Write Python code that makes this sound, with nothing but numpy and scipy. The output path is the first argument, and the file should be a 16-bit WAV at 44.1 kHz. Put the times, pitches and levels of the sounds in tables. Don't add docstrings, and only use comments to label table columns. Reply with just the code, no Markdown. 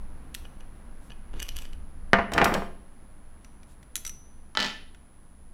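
import sys
import numpy as np
from scipy import signal
from scipy.fft import rfft, irfft, next_fast_len
from scipy.io import wavfile

SR = 44100
rng = np.random.default_rng(int(sys.argv[2]) if len(sys.argv) > 2 else 0)


def store_wav(level_fs):
    pcm = np.round(np.clip(np.atleast_2d(level_fs), -1, 1) * 32767)
    wavfile.write(sys.argv[1], SR, pcm.T.astype(np.int16))


N = 243873
TIME = np.arange(N) / SR
RING_SIZE, ATTACK_SIZE = 32768, 128
AGE = np.arange(RING_SIZE) / SR


def from_db(db):
    return 10 ** (np.asarray(db) / 20)


def rms_one(x, size=None):
    return x / np.sqrt(np.mean(x[:size] ** 2) + 1e-20)


def at_hz(points, hz):
    f, value = np.transpose(points)
    return np.interp(np.log(np.maximum(hz, 1)), np.log(f), value)


def bins(size):
    return np.arange(size // 2 + 1) * SR / size


def decay(t60):
    return np.exp(-np.log(1000) * AGE / t60)


def swell(t, peak_s, rise_db_per_s, fall_db_per_s):
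    return np.minimum(rise_db_per_s * (t - peak_s), fall_db_per_s * (peak_s - t))


def causal_eq(gain_db):
    cepstrum = irfft(np.log(from_db(gain_db)))
    cepstrum[1:RING_SIZE // 2] *= 2
    cepstrum[RING_SIZE // 2 + 1:] = 0
    return np.exp(rfft(cepstrum))


def noise(eq):
    size = next_fast_len(N)
    white = rfft(rng.standard_normal(size))
    return rms_one(irfft(white * from_db(at_hz(eq, bins(size))), size)[:N])


def ringing(modes):
    return np.array([from_db(db) * np.sin(2 * np.pi * hz * AGE) * decay(t60) for hz, db, t60 in modes])


def hits(cues, modes, eq, body_db, body_t60, body_top_hz, ring_db):
    track, hz = np.zeros(N + RING_SIZE), bins(RING_SIZE)
    crack_eq = causal_eq(at_hz(eq, hz))
    body_eq = crack_eq / (1 + 1j * hz / body_top_hz)
    crack = rms_one(irfft(crack_eq), ATTACK_SIZE)
    partials = ringing(modes)
    attack_power = np.mean(partials[:, :ATTACK_SIZE] ** 2, axis=1)
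    octaves = np.log2(np.clip(hz, 400, 14000) / 1000)
    release = np.minimum(1, (AGE[-1] - AGE) / .1)
    for s, level_db, tilt, *looseness_db in cues:
        burst = rng.standard_normal(RING_SIZE) * decay(body_t60)
        body = rms_one(irfft(rfft(burst) * body_eq), ATTACK_SIZE)
        strengths = from_db(2 * rng.standard_normal(len(modes))) * rng.choice([-1, 1], len(modes))
        ring = strengths @ partials / np.sqrt(np.sum(strengths ** 2 * attack_power))
        hit = crack + from_db(body_db) * body + from_db(ring_db + sum(looseness_db)) * ring
        hit = irfft(rfft(hit) * causal_eq(tilt * octaves))
        start = int(s * SR)
        track[start:start + RING_SIZE] += from_db(level_db) * rms_one(hit, ATTACK_SIZE) * release
    return track[:N]


def flam(cues, lag_s, loss_db):
    return [cue for s, db, *rest in cues for cue in ((s, db, *rest), (s + lag_s, db - loss_db, *rest))]


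# (frequency [Hz], t60 [s])
ROOM_T60 = [(100, 0.56), (400, .5), (1000, 0.39), (2800, 0.47), (7000, 0.34), (15000, 0.49)]


def room_reverb(build_up_s=.0082):
    white, hz = rfft(rng.standard_normal(RING_SIZE)), bins(RING_SIZE)
    centres, t60s = np.transpose(ROOM_T60)
    bands = [at_hz(np.c_[centres, weights], hz) for weights in np.eye(len(centres))]
    tail = sum(irfft(white * band) * decay(t60) for band, t60 in zip(bands, t60s))
    tail *= 1 - np.exp(-(AGE / build_up_s) ** 2)
    return tail / np.sqrt(np.sum(tail ** 2))


def in_room(x, reverb, wet_db):
    return x + from_db(wet_db) * signal.fftconvolve(x, reverb)[:N]


# (frequency [Hz], gain [dB])
RUMBLE_EQ = [(8.8, -30.5), (15, 11), (25, -10.5), (43, -9.5), (69, -9.5), (102, -46.5), (135, -21.5),
             (162, -44), (196, -28), (258, -43), (300, -34.5), (390, -66), (660, -120)]
AIR_EQ = [(100, -1), (220, 1.5), (400, -10), (1000, -12.5), (1700, -17.5), (3000, -28), (6000, -37),
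          (10000, -41.5), (15000, -37), (16500, -46.5)]
# (time [s], level [dB])
RUMBLE_FADER = [(0, -36), (1.27, -41), (1.37, -26), (1.46, -34), (2.1, -35.5), (2.9, -44), (5.53, -46.5)]


def room_tone(air_db=-51.5, air_fade_db_per_s=1.36):
    rumble = from_db(np.interp(TIME, *np.transpose(RUMBLE_FADER))) * noise(RUMBLE_EQ)
    air = from_db(air_db - air_fade_db_per_s * TIME) * noise(AIR_EQ)
    return rumble + air


# (frequency [Hz], level [dB])
FAINT_TONES = [(4877, -91), (6492, -92), (8145, -93), (11390, -95), (13010, -95), (15003, -87)]


def electric_whine(pitch_hz=10001.7, level_db=-65.5, pulse_hz=100.02):
    pulsing = 1 + np.sin(2 * np.pi * pulse_hz * TIME)
    whine = from_db(level_db) * pulsing * np.sin(2 * np.pi * pitch_hz * TIME)
    return whine + sum(from_db(db) * np.sin(2 * np.pi * hz * TIME) for hz, db in FAINT_TONES)


def bounces(s, first_hop_s=.0297, restitution=.81, first_db=-23, loss_db=2.5, tilt=2.07):
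    cues = []
    for k in range(10):
        hop_s, db = first_hop_s * restitution ** k, first_db - loss_db * k
        cues.append((s + hop_s, db, tilt))
        if k < 4:
            cues.append((s + .67 * hop_s, db - 2.1, 0))
            cues.append((s + hop_s + .0044, db - .2, tilt))
        s += hop_s
    return cues


# (time [s], level [dB], tilt [dB/octave])
LANDINGS = [(4.5514, -32, 0), (4.5724, -16, 0)]
# (frequency [Hz], level [dB], t60 [s])
BOUNCE_MODES = [(199, -23, 0.39), (247.4, -9, 0.18), (350, -34.5, 0.18), (607, -8.5, 0.14), (862, 1, 0.034),
                (1314, -0.5, 0.099), (1763, -3.5, 0.17), (1975, -2, .09), (2240, -6, 0.072),
                (3030, 7.5, 0.036), (3330, -13, 0.0374), (3877, -15, 0.034), (3880, -2.5, 0.031),
                (4340, -18, 0.035), (4840, -14, 0.032), (5440, -10, 0.02)]
# (frequency [Hz], gain [dB])
BOUNCE_EQ = [(70, -10), (200, 6.5), (450, 0), (850, 1.5), (1800, 0.5), (3200, 3.5), (5000, -2.5),
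             (7000, -12.5), (10000, -27), (16000, -35.5)]


def screw_drop(reverb):
    cues = LANDINGS + bounces(LANDINGS[-1][0])
    hops = hits(cues, BOUNCE_MODES, BOUNCE_EQ, body_db=-1.5, body_t60=.018, body_top_hz=7040, ring_db=-2)
    return in_room(hops, reverb, wet_db=-4.5)


def rocking(start_s=2.319, peak_s=2.399, gap_s=.0135, peak_db=-21.5, tilt=-5.5, count=20):
    jitter, strength = rng.uniform(-1.028, 1, (count, 2)).T
    times = start_s + gap_s * (np.arange(count) + .3 * jitter)
    levels = peak_db + swell(times, peak_s, rise_db_per_s=117, fall_db_per_s=44) + 2 * strength
    return [(s, db, tilt) for s, db in zip(times, levels)]


# (time [s], level [dB], tilt [dB/octave])
KNOCKS = [(2.1326, -5.5, -0.5), (2.187, -18.5, -2.5), (2.3797, -13.5, 2), (2.4156, -13.5, 1),
          (2.4234, -14.5, -6), (2.4568, -15.5, -2.5), (2.5223, -21.5, -6.5), (2.551, -23.5, -4.5),
          (2.621, -28, -3.5)]
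# (frequency [Hz], level [dB], t60 [s])
TABLE_MODES = [(195.2, -7, 0.39), (288, -19, 1), (370.3, -16.5, 0.97), (443, -14, .35), (500.6, -9.5, 0.2),
               (542, -7.5, 0.23), (686, -2, .3), (725.4, 1, 0.079), (818, -14.5, 0.32), (805, -0.5, 0.11),
               (915, 0, 0.12), (984, -9, 0.24), (1117, -11, 0.15), (1065, -7, 0.4), (1208, -0.5, 0.25),
               (1520, -3, .16), (1580, -9, 0.14), (1735, -13.5, 0.12), (1797, 2, 0.11), (2000, -3.5, 0.065),
               (2550, -19.5, 0.12), (2970, -6, 0.03)]
# (frequency [Hz], gain [dB])
TABLE_EQ = [(50, -4.5), (110, -8.5), (200, -3), (400, -5), (750, -2.5), (1400, -1.5), (2000, -2.5),
            (2800, -10), (4000, -21.5), (6000, -29), (10000, -46), (16000, -53.5)]


def table_knocks(reverb):
    cues = KNOCKS + rocking()
    knocks = hits(cues, TABLE_MODES, TABLE_EQ, body_db=.5, body_t60=.07, body_top_hz=4500, ring_db=-6)
    return in_room(knocks, reverb, wet_db=-9.5)


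# (time [s], level [dB], tilt [dB/octave])
CLINKS = [(2.319, -40.5, -4), (2.3365, -27.5, -5.5), (2.3797, -32.5, -6), (2.4443, -21.5, -0.5),
          (2.541, -25, -5.5)]
# (frequency [Hz], level [dB], t60 [s])
TOOL_MODES = [(3100, 17.5, 0.045), (4930, -4, 0.028), (5520, 11, .03), (5800, 5, .05), (6910, -52.5, 0.028),
              (8890, -33.5, .04), (10100, -19.5, 0.0297), (12800, 1, .04), (15100, -3.5, 0.033)]
# (frequency [Hz], gain [dB])
TOOL_EQ = [(300, -25), (1500, -9), (3000, -1), (5500, 0), (9000, 0), (12000, -4), (16000, -7)]


def tool_clinks(reverb):
    cues = flam(CLINKS, lag_s=.0055, loss_db=11)
    clinks = hits(cues, TOOL_MODES, TOOL_EQ, body_db=2.5, body_t60=.028, body_top_hz=18000, ring_db=-7)
    return in_room(clinks, reverb, wet_db=-9)


# (time [s], level [dB], tilt [dB/octave], extra ring [dB])
TAPS = [(.3485, -36, -2.5, -9), (3.4465, -49.5, -4.5, 1), (3.632, -54, -6, -9), (3.829, -53.5, -3, -14),
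        (4.0503, -33.5, -1.5, -1), (4.0648, -32, -1.5, 6), (4.0758, -36.5, 2.5, -2),
        (4.0945, -36.5, 0, 2.5), (4.947, -52, -7.5, -16)]
# (frequency [Hz], level [dB], t60 [s])
SHELL_MODES = [(1315, -17, 0.17), (2085, -19, 0.13), (3940, -18, 0.043), (4670, -9, 0.013),
               (6050, -13, 0.58), (5820, -16, 0.38), (5910, 9.5, 0.04), (6660, -13.5, 0.055),
               (8200, -9, 0.12), (10140, -0.5, 0.053), (10300, -12, 0.049), (11330, -4.5, 0.024),
               (13200, -12, 0.033), (13930, -22.5, .05)]
# (frequency [Hz], gain [dB])
SHELL_EQ = [(300, -48.5), (800, -31.5), (1400, 5), (3500, 9), (5000, 5), (7000, 7), (9500, 9.5),
            (13000, 4.5), (16000, -7)]


def shell_taps(reverb):
    cues = flam(TAPS, lag_s=.0022, loss_db=8.5)
    taps = hits(cues, SHELL_MODES, SHELL_EQ, body_db=10, body_t60=.02, body_top_hz=18000, ring_db=9)
    return in_room(taps, reverb, wet_db=-13)


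# (time [s], level [dB], tilt [dB/octave])
SNAPS = [(3.9557, -24, 0), (3.9647, -31, 0), (3.978, -41, -3)]
# (frequency [Hz], level [dB], t60 [s])
SCREW_MODES = [(3440, -5.5, 0.031), (3890, -1.5, 0.031), (5850, -10, 0.11), (5992, -13, 0.18),
               (6340, -4, 0.034), (7400, -30.5, .04), (7130, 14.5, 0.0052), (8500, -9, 0.053),
               (10730, 3, 0.041), (12500, 3, 0.018), (13100, -18, .06)]


def screw_snaps(reverb):
    snaps = hits(SNAPS, SCREW_MODES, SHELL_EQ, body_db=10, body_t60=.015, body_top_hz=18100, ring_db=12.5)
    return in_room(snaps, reverb, wet_db=-13)


# (centre time [s], level [dB], half length [s], tilt [dB/octave])
RUBS = [(1.06, -68, 0.054, 5), (1.37, -46.5, .028, -8), (1.62, -61, 0.057, 3), (3.44, -71, 0.044, -5),
        (3.71, -66.5, 0.033, 2)]
# (frequency [Hz], gain [dB])
FRICTION_EQ = [(200, -11), (700, -10), (1500, -7), (3200, 0.5), (5000, -4.5), (8000, -3), (10000, -7),
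               (13500, -10), (16000, -23)]


def shell_rubs(grip_db=-77):
    track = from_db(grip_db) * noise(FRICTION_EQ)
    for s, db, half_s, tilt in RUBS:
        eq = [(hz, gain + tilt * np.log2(hz)) for hz, gain in FRICTION_EQ]
        stroke = np.exp(-((TIME - s) / half_s) ** 2)
        track += from_db(db) * stroke * noise(eq)
    return track


# (time [s], level [dB])
TURNS = [(1.415, -47.5), (1.579, -50)]
# (frequency [Hz], level [dB], t60 [s])
SLOT_MODES = [(1710, -5, 0.029), (2506, -4, 0.042), (2910, 5.5, 0.024), (3050, -3.5, 0.036),
              (3350, 0, 0.018), (4610, -3.5, 0.018), (5950, -0.5, 0.023), (7880, -14.5, 0.012),
              (9000, -10, 0.023), (11300, -12, .025), (11600, -11, 0.041), (12600, -16, .025)]


def slot_grating(grains_per_s=700, spread_db=3.5):
    triggers = rng.random(N) < grains_per_s / SR
    sizes = from_db(spread_db * np.clip(rng.standard_normal(N), -2, 2))
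    impulses = triggers * sizes * rng.choice([-1, 1], N)
    grain = ringing(SLOT_MODES).sum(axis=0) * decay(.013)
    push = sum(from_db(db + swell(TIME, s, rise_db_per_s=302, fall_db_per_s=150.5)) for s, db in TURNS)
    return push * rms_one(signal.fftconvolve(impulses, grain)[:N])


# (time [s], level [dB], tilt [dB/octave], extra ring [dB])
SLIPS = [(.3485, -31.5, 2.5, -11), (.453, -45, -9.5, 6), (.607, -52, -3, 3), (1.1045, -44.5, -6.5, 3),
         (1.119, -45.5, -6, 26), (1.339, -41, -9, -5), (1.401, -33, -1, 0), (1.4213, -37, -6, 7.5),
         (1.428, -29.5, 3.5, 3.5), (1.4898, -32, 0.5, 2.5), (1.5666, -34.5, 3.5, 1),
         (1.5875, -38, -1, -1.5), (1.6213, -42.5, -1, -5), (1.6535, -42.5, -4.5, -6), (1.7326, -47, -2, -3)]


def unscrewing(reverb):
    cues = flam(SLIPS, lag_s=-.0049, loss_db=9.5)
    slips = hits(cues, SLOT_MODES, FRICTION_EQ, body_db=8.5, body_t60=.0092, body_top_hz=18200, ring_db=9)
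    return in_room(slips + slot_grating(), reverb, wet_db=-11.5)


def scene():
    reverb = room_reverb()
    in_hand = unscrewing(reverb) + screw_snaps(reverb) + shell_taps(reverb) + shell_rubs()
    on_table = table_knocks(reverb) + tool_clinks(reverb) + screw_drop(reverb)
    return (in_hand + on_table + room_tone() + electric_whine())[None]


def record(dry, cutoff_hz=16300):
    low_pass = signal.ellip(12, .1, 90, cutoff_hz, fs=SR, output="sos")
    return signal.sosfilt(low_pass, np.clip(dry, -1, 1))


dry = scene()
out = record(dry)
store_wav(out)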